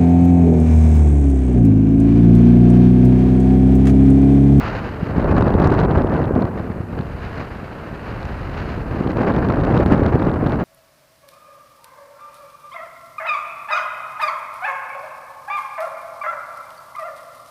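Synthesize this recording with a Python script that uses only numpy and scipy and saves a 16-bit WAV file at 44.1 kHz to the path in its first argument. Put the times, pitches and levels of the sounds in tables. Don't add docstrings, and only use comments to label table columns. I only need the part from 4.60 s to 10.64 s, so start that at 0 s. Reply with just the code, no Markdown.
import sys
import numpy as np
from scipy import signal
from scipy.fft import rfft, irfft
from scipy.io import wavfile
from scipy.ndimage import uniform_filter1d

SR = 44100
rng = np.random.default_rng(int(sys.argv[2]) if len(sys.argv) > 2 else 0)


def gain_from_db(level_db):
    decades = np.asarray(level_db, float) / 20
    return 10 ** decades


def bounce(signal):
    frames = np.transpose(np.atleast_2d(signal))
    limited = np.clip(frames, -1, 1)
    pcm = np.round(limited * 32767).astype(np.int16)
    wavfile.write(sys.argv[1], SR, pcm)


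N = 266364
SILENT_DB = -120

LAYER_HZ = [55, 270, 1050, 3300]
# f/Hz, density/dB per Hz
CASING_COLOUR = [(18, -18.5), (40, -5), (80, -1), (170, -2.5), (320, -6), (650, -13), (1600, -22.5),
                 (2150, -31.5), (2800, -36.5), (3200, -43), (4900, -51), (5600, -57.5), (6900, -61.5),
                 (7700, -72.5)]
# f/Hz, gain/dB
CAVITY_RESPONSE = [(10, 0), (3000, 0), (3500, -4), (4100, 2.5), (4600, 2), (5200, 0), (20000, 0)]


def turbulence(slap_rows, spit_rows):
    wind_db = -17.5
    layers_db = wind_layers_db()
    gust = np.clip((layers_db[1] + 19.5) / 16, 0, 1)
    layers_db -= 10 * np.log10(np.mean(gain_from_db(2 * layers_db), axis=1, keepdims=True))

    spectrum = rfft(colour(CAVITY_RESPONSE, noise(CASING_COLOUR)))
    octave = np.log2(np.arange(len(spectrum)) * SR / N + 1)
    slapped = stir(slap_rows, ms=3.3, reach_db=18.0)
    spat = stir(spit_rows, ms=3.3, reach_db=16.0)
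    burst, surge, shared = walk(330), walk(100), walk(60)
    index = np.arange(4)
    out = np.zeros(N)
    for centre in np.arange(4, 13.6, 0.5):
        band = irfft(spectrum * np.clip(1 - 2 * abs(octave - centre), 0, 1), N)
        span = int(np.clip(16 / 2 ** centre, 0.05, 0.3) * SR)
        band = band * (np.mean(band ** 2) / uniform_filter1d(band ** 2, span)) ** 0.25

        place = np.interp(centre, np.log2(LAYER_HZ), index)
        low = min(int(place), 2)
        level_db = layers_db[low] + (place - low) * (layers_db[low + 1] - layers_db[low])

        shared = 0.67 * shared + 0.89 * walk(60)
        depth_db = np.interp(place, index, [0.4, 2.8, 4.0, 5.55]) * (0.37 + 0.48 * gust)
        drive = 1.04 * burst + 0.47 * surge + 0.34 * shared
        flicker_db = 1.49 * depth_db * np.tanh(drive / 1.69)
        flicker_db += np.interp(place, index, [9, 11.5, 0.5, -7.0]) * slapped
        flicker_db += np.interp(place, index, [0, 1.8, 2.0, 8.5]) * spat
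        flicker_db -= 10 * np.log10(uniform_filter1d(gain_from_db(2 * flicker_db), SR // 8))
        out += band * gain_from_db(level_db + flicker_db)
    return out * gain_from_db(wind_db)


# t/s, level/dB, eddy size/dB of extra rumble
GUST = [(0, -30, -3), (.38, -27.5, -2), (.5, -24, 3.5), (.66, -17, 1.5), (1.1, -15.5, 1.5), (1.4, -17, -1),
        (1.83, -19, -3), (1.92, -24.5, -2.5), (2.4, -29.5, 4), (2.6, -34.5, 3), (3.15, -33.5, -4.5),
        (3.8, -33, 5), (4.2, -28.5, 4), (4.45, -22, -1), (4.65, -19, -5), (5.2, -17.5, 3),
        (5.75, -18, -0.5), (6.04, -20.5, 0)]
# t/s, level/dB
STREAM = [(0.0, -38.5), (0.08, -39), (0.22, -43.5), (0.39, -48), (1.02, -49), (1.48, -52), (1.58, -48.5),
          (1.77, -55), (2.37, -54), (2.73, -47.5), (3.01, -50), (3.36, -49.5), (3.65, -47.5), (4.44, -48),
          (4.69, -47.5), (5.38, -48.5), (5.68, -49.5), (6.04, -50)]
# gust slope/dB per dB, stream share/dB (rush: gust share/dB), puff slope/dB per dB
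LAYERS = [
    (1.14, -9, 0.5),
    (1.11, -36, 1.26),
    (1.38, -10.5, 1),
    (5.3, -8.5, 1.14),
]
EDDY_SHARE = [1, 0, 0, 0.08]
LAYER_PLACE = [-1.2, -0.92, 0.065, 1]


def wind_layers_db():
    full_gust_db, full_stream_db = -16, -46
    gust_db = curve(GUST) - full_gust_db
    stream_db = curve(STREAM) - full_stream_db
    eddy_db = curve(GUST, index=2)
    puff_db, lean_db = puffs()
    levels = []
    for i, (slope, share_db, puff_slope) in enumerate(LAYERS):
        layer_gust_db, layer_stream_db = slope * gust_db, stream_db
        if i < 3:
            layer_stream_db = stream_db + share_db
        else:
            layer_gust_db = layer_gust_db + share_db
        power = gain_from_db(2 * layer_gust_db) + gain_from_db(2 * layer_stream_db)
        ride_db = puff_slope * (puff_db + LAYER_PLACE[i] * lean_db)
        levels.append(10 * np.log10(power) + ride_db + EDDY_SHARE[i] * eddy_db)
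    return np.array(levels)


# t/s, swell/dB, half width/ms, lean/-1 low to +1 high
PUFFS = [(0.342, -1.5, 52, -0.17), (0.441, -2.5, 13, -1.3), (0.781, 1.5, 39, .2), (0.951, -3, 33, .3),
         (1.044, 2, 16, 0.79), (1.2, 1.5, 33, .8), (1.275, -4.5, 14, 0.84), (1.352, 2.5, 21, 0.28),
         (1.456, -4.5, 18, 0.11), (1.701, -4, 47, 0.24), (1.805, 0.5, 84, -0.18), (1.9, -3, 20, .1),
         (1.98, 3, 30, .6), (2.248, -4.5, 30, -0.13), (2.391, 3.5, 37, -0.42), (2.64, 2.5, 25, 1),
         (2.796, 4.5, 37, -0.026), (3.5, 3.5, 30, -0.022), (3.992, 3.5, 30, 0.84), (4.1, 2, 43, 1),
         (4.242, -4, 24, 0.45), (4.536, -3.5, 20, 0.014), (4.651, 3.5, 89, -0.028), (4.897, 2.5, 20, -0.68),
         (4.956, -2.5, 13, -0.22), (5.17, 3, 55, .1), (5.246, -10.5, 7.1, .3), (5.329, 6, 18, 0.0073),
         (5.785, -3.5, 63, 0.21), (5.867, 6, 6.2, 0.43)]


def puffs():
    ms = np.arange(N) * 1000 / SR
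    out = np.zeros((2, N))
    for s, db, width_ms, lean in PUFFS:
        bump = np.exp(-((ms - s * 1000) / width_ms) ** 2)
        out += np.outer([db, db * lean], bump)
    return out


# t/s, peak level/dB, width/ms
SLAPS = [(0.4322, -4.5, 1.9), (0.5828, -0.5, 1.16), (0.704, -14, 3.8), (0.9523, 0, 0.97), (1.001, -3, 1.5),
         (1.0761, 0, 2.9), (1.12, -1, 0.89), (1.1407, -3, 0.95), (1.254, -3, 1.7), (1.3749, -1, 3.4),
         (1.4475, -2, 0.97), (1.71, -1.5, 0.88), (1.7636, 1, 0.93), (1.7792, -2, 1), (1.7896, -4, 1.23),
         (1.816, -3.5, 1.4), (2.1025, -11, 1.8), (2.2062, -12, 2.3), (2.3783, -12.5, 1),
         (4.4109, -5.5, 1.2), (4.4648, -2.5, 1.05), (5.0204, -3.5, 2.7), (5.1504, -5.5, 0.59),
         (5.2007, -0.5, 0.89), (5.2633, 0.5, 1.1), (5.323, 1, 1.2), (5.3967, 1, 1.05), (5.4206, 0, 0.9),
         (5.5565, 3, 0.83), (5.8677, -3.5, 2.2)]


def slaps(rows):
    out = np.zeros(N)
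    k = np.arange(-SR // 50, SR // 50)
    chance = rng.random((len(rows), 2))
    for (s, db, ms), (side, lean) in zip(rows, chance):
        u = k / (max(ms, 0.4) * SR / 1000 * 0.82)
        swing = np.exp(-u ** 2 / 2) * (1 - u ** 2 + 0.39 * (lean - 0.5) * u)
        out[int(s * SR) + k] += gain_from_db(db - 3.5) * np.sign(side - 0.7) * swing
    return out


def small_slaps():
    over_gust_db, spread_db, width_ms, max_db = 10.5, 3.5, 1.82, -5.5
    s, gust_db, (size, width, _, _) = scatter(count=64)
    db = gust_db + over_gust_db + spread_db * size
    return list(zip(s, np.minimum(db, max_db), width_ms * np.exp(0.49 * width)))


# t/s, peak level/dB, length/ms, treble level/dB
SPITS = [(0.766, -37, 1.1, -15), (0.8247, -34.5, 2.5, -24), (1.0003, -38, 1.9, -14),
         (1.019, -29.5, 1.1, -19.5), (1.044, -26, 1.1, -20), (1.0485, -35, 1, -12),
         (1.074, -27.5, 0.86, -12), (1.121, -30, 0.51, -16), (1.1415, -36, 1.1, -8), (1.191, -31, 1, -15),
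         (1.201, -37.5, 3.9, -10), (1.2083, -24.5, .67, -27), (1.311, -37.5, 0.97, -32.5),
         (1.3472, -29, 0.5, -23.5), (1.6556, -39.5, 1.1, -24), (1.8227, -37, 1.1, -22),
         (2.4117, -42.5, 2.4, -22), (3.63, -40, 1.5, -11), (3.654, -42, 2.5, -8), (4.888, -36.5, 1.1, -12),
         (4.9022, -33.5, 0.49, -20), (5.002, -38, 1.3, -12), (5.0506, -35.5, .51, -8.5),
         (5.177, -27.5, .9, -19), (5.2617, -29, 0.6, -21), (5.323, -33, 1.7, -19),
         (5.3958, -38.5, 0.74, -12), (5.464, -27, 0.36, -15), (5.8716, -39, 1.5, -19),
         (5.9217, -34, .66, -19)]
# f/Hz, density/dB per Hz
SPIT_COLOUR = [(300, -7.5), (700, 27), (1400, 16.5), (2200, 4.5), (3200, 4.5), (4200, 3.5), (5200, -9.5),
               (6500, -29)]
# f/Hz, density/dB per Hz
SNAP_COLOUR = [(4000, -28.5), (5500, 3), (7000, -2.5), (9000, -11.5), (12000, -18), (15500, -24)]


def spits(rows):
    gain_db = 21.0
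    dull, bright = np.zeros(N), np.zeros(N)
    k = np.arange(-SR // 200, SR // 200)
    chance = rng.standard_normal((len(rows), len(k)))
    for (s, db, ms, treble_db), air in zip(rows, chance):
        width = max(ms - 0.55, 0.05) * SR / 1000 * 0.61
        jet = air * np.exp(-(k / width) ** 2)
        jet *= gain_from_db(db) * np.sqrt(ms / np.sum(jet ** 2))
        dull[int(s * SR) + k] += jet
        bright[int(s * SR) + k] += jet * gain_from_db(treble_db)
    return (colour(SPIT_COLOUR, dull) + colour(SNAP_COLOUR, bright)) * gain_from_db(gain_db)


def small_spits():
    start_db, full_db = -24, -17
    level_db, spread_db, length_ms, treble_db = -42, 2, 1.4, -19.5
    s, gust_db, (size, length, treble, luck) = scatter(count=260)
    keep = (gust_db - start_db) / (full_db - start_db) > 0.6 + 0.4 * luck
    db = level_db + 0.3 * (gust_db - full_db) + spread_db * size
    db = np.where(keep, db, SILENT_DB)
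    return list(np.transpose([s, db, length_ms * np.exp(0.43 * length), treble_db + 4 * treble]))


def scatter(count):
    place, chance = rng.random(count), rng.standard_normal((count, 4))
    s = 0.03 + (N / SR - 0.06) * (np.arange(count) + place) / count
    wind_db = curve(GUST) + puffs()[0]
    return s, wind_db[(s * SR).astype(int)], chance.T


def stir(table, ms, reach_db):
    s, db = np.array(table).T[:2]
    kicks = np.zeros(N)
    strength = np.clip(0.5 + (db - db.max()) / reach_db, 0.2, 1)
    kicks[(s * SR).astype(int)] = strength * (db > SILENT_DB)
    u = np.arange(-SR // 30, SR // 30 + 1) * 1000 / (SR * ms)
    return np.minimum(signal.fftconvolve(kicks, np.exp(-u ** 2), "same"), 1.2)


# f/Hz, density/dB per Hz
HISS_COLOUR = [(3000, -1.5), (8000, 2.5), (12000, 1), (14500, 1), (15500, -15)]


def electronics_hiss():
    hiss_db = -68.5
    return noise(HISS_COLOUR) * gain_from_db(hiss_db + 2.5)


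def noise(table):
    y = colour(table, rng.standard_normal(N))
    return y / np.std(y)


def colour(table, x):
    hz, db = np.transpose(table)
    f = np.log(np.arange(N // 2 + 1) * SR / N + 1)
    response_db = np.interp(f, np.log(hz), db, left=-120, right=-120)
    return irfft(rfft(x) * gain_from_db(response_db), N)


def walk(rate_hz):
    k = int(SR / rate_hz)
    held = np.repeat(rng.standard_normal(N // k + 1), k)
    w = uniform_filter1d(uniform_filter1d(held, k), k)[:N]
    return w / np.std(w)


def curve(table, index=1):
    points = np.array(table)
    return np.interp(np.arange(N) / SR, points[:, 0], points[:, index])


def scene():
    slap_rows = SLAPS + small_slaps()
    spit_rows = SPITS + small_spits()
    wind = turbulence(slap_rows, spit_rows) * gain_from_db(-1.0)
    return (wind + slaps(slap_rows) + spits(spit_rows))[None]


def band_limit(x):
    return signal.sosfilt(signal.butter(12, 15790, fs=SR, output="sos"), x)


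def record(dry):
    clip = 0.707
    mix = np.clip(dry, -clip, clip) + electronics_hiss()
    return band_limit(mix)


dry = scene()
out = record(dry)
bounce(out)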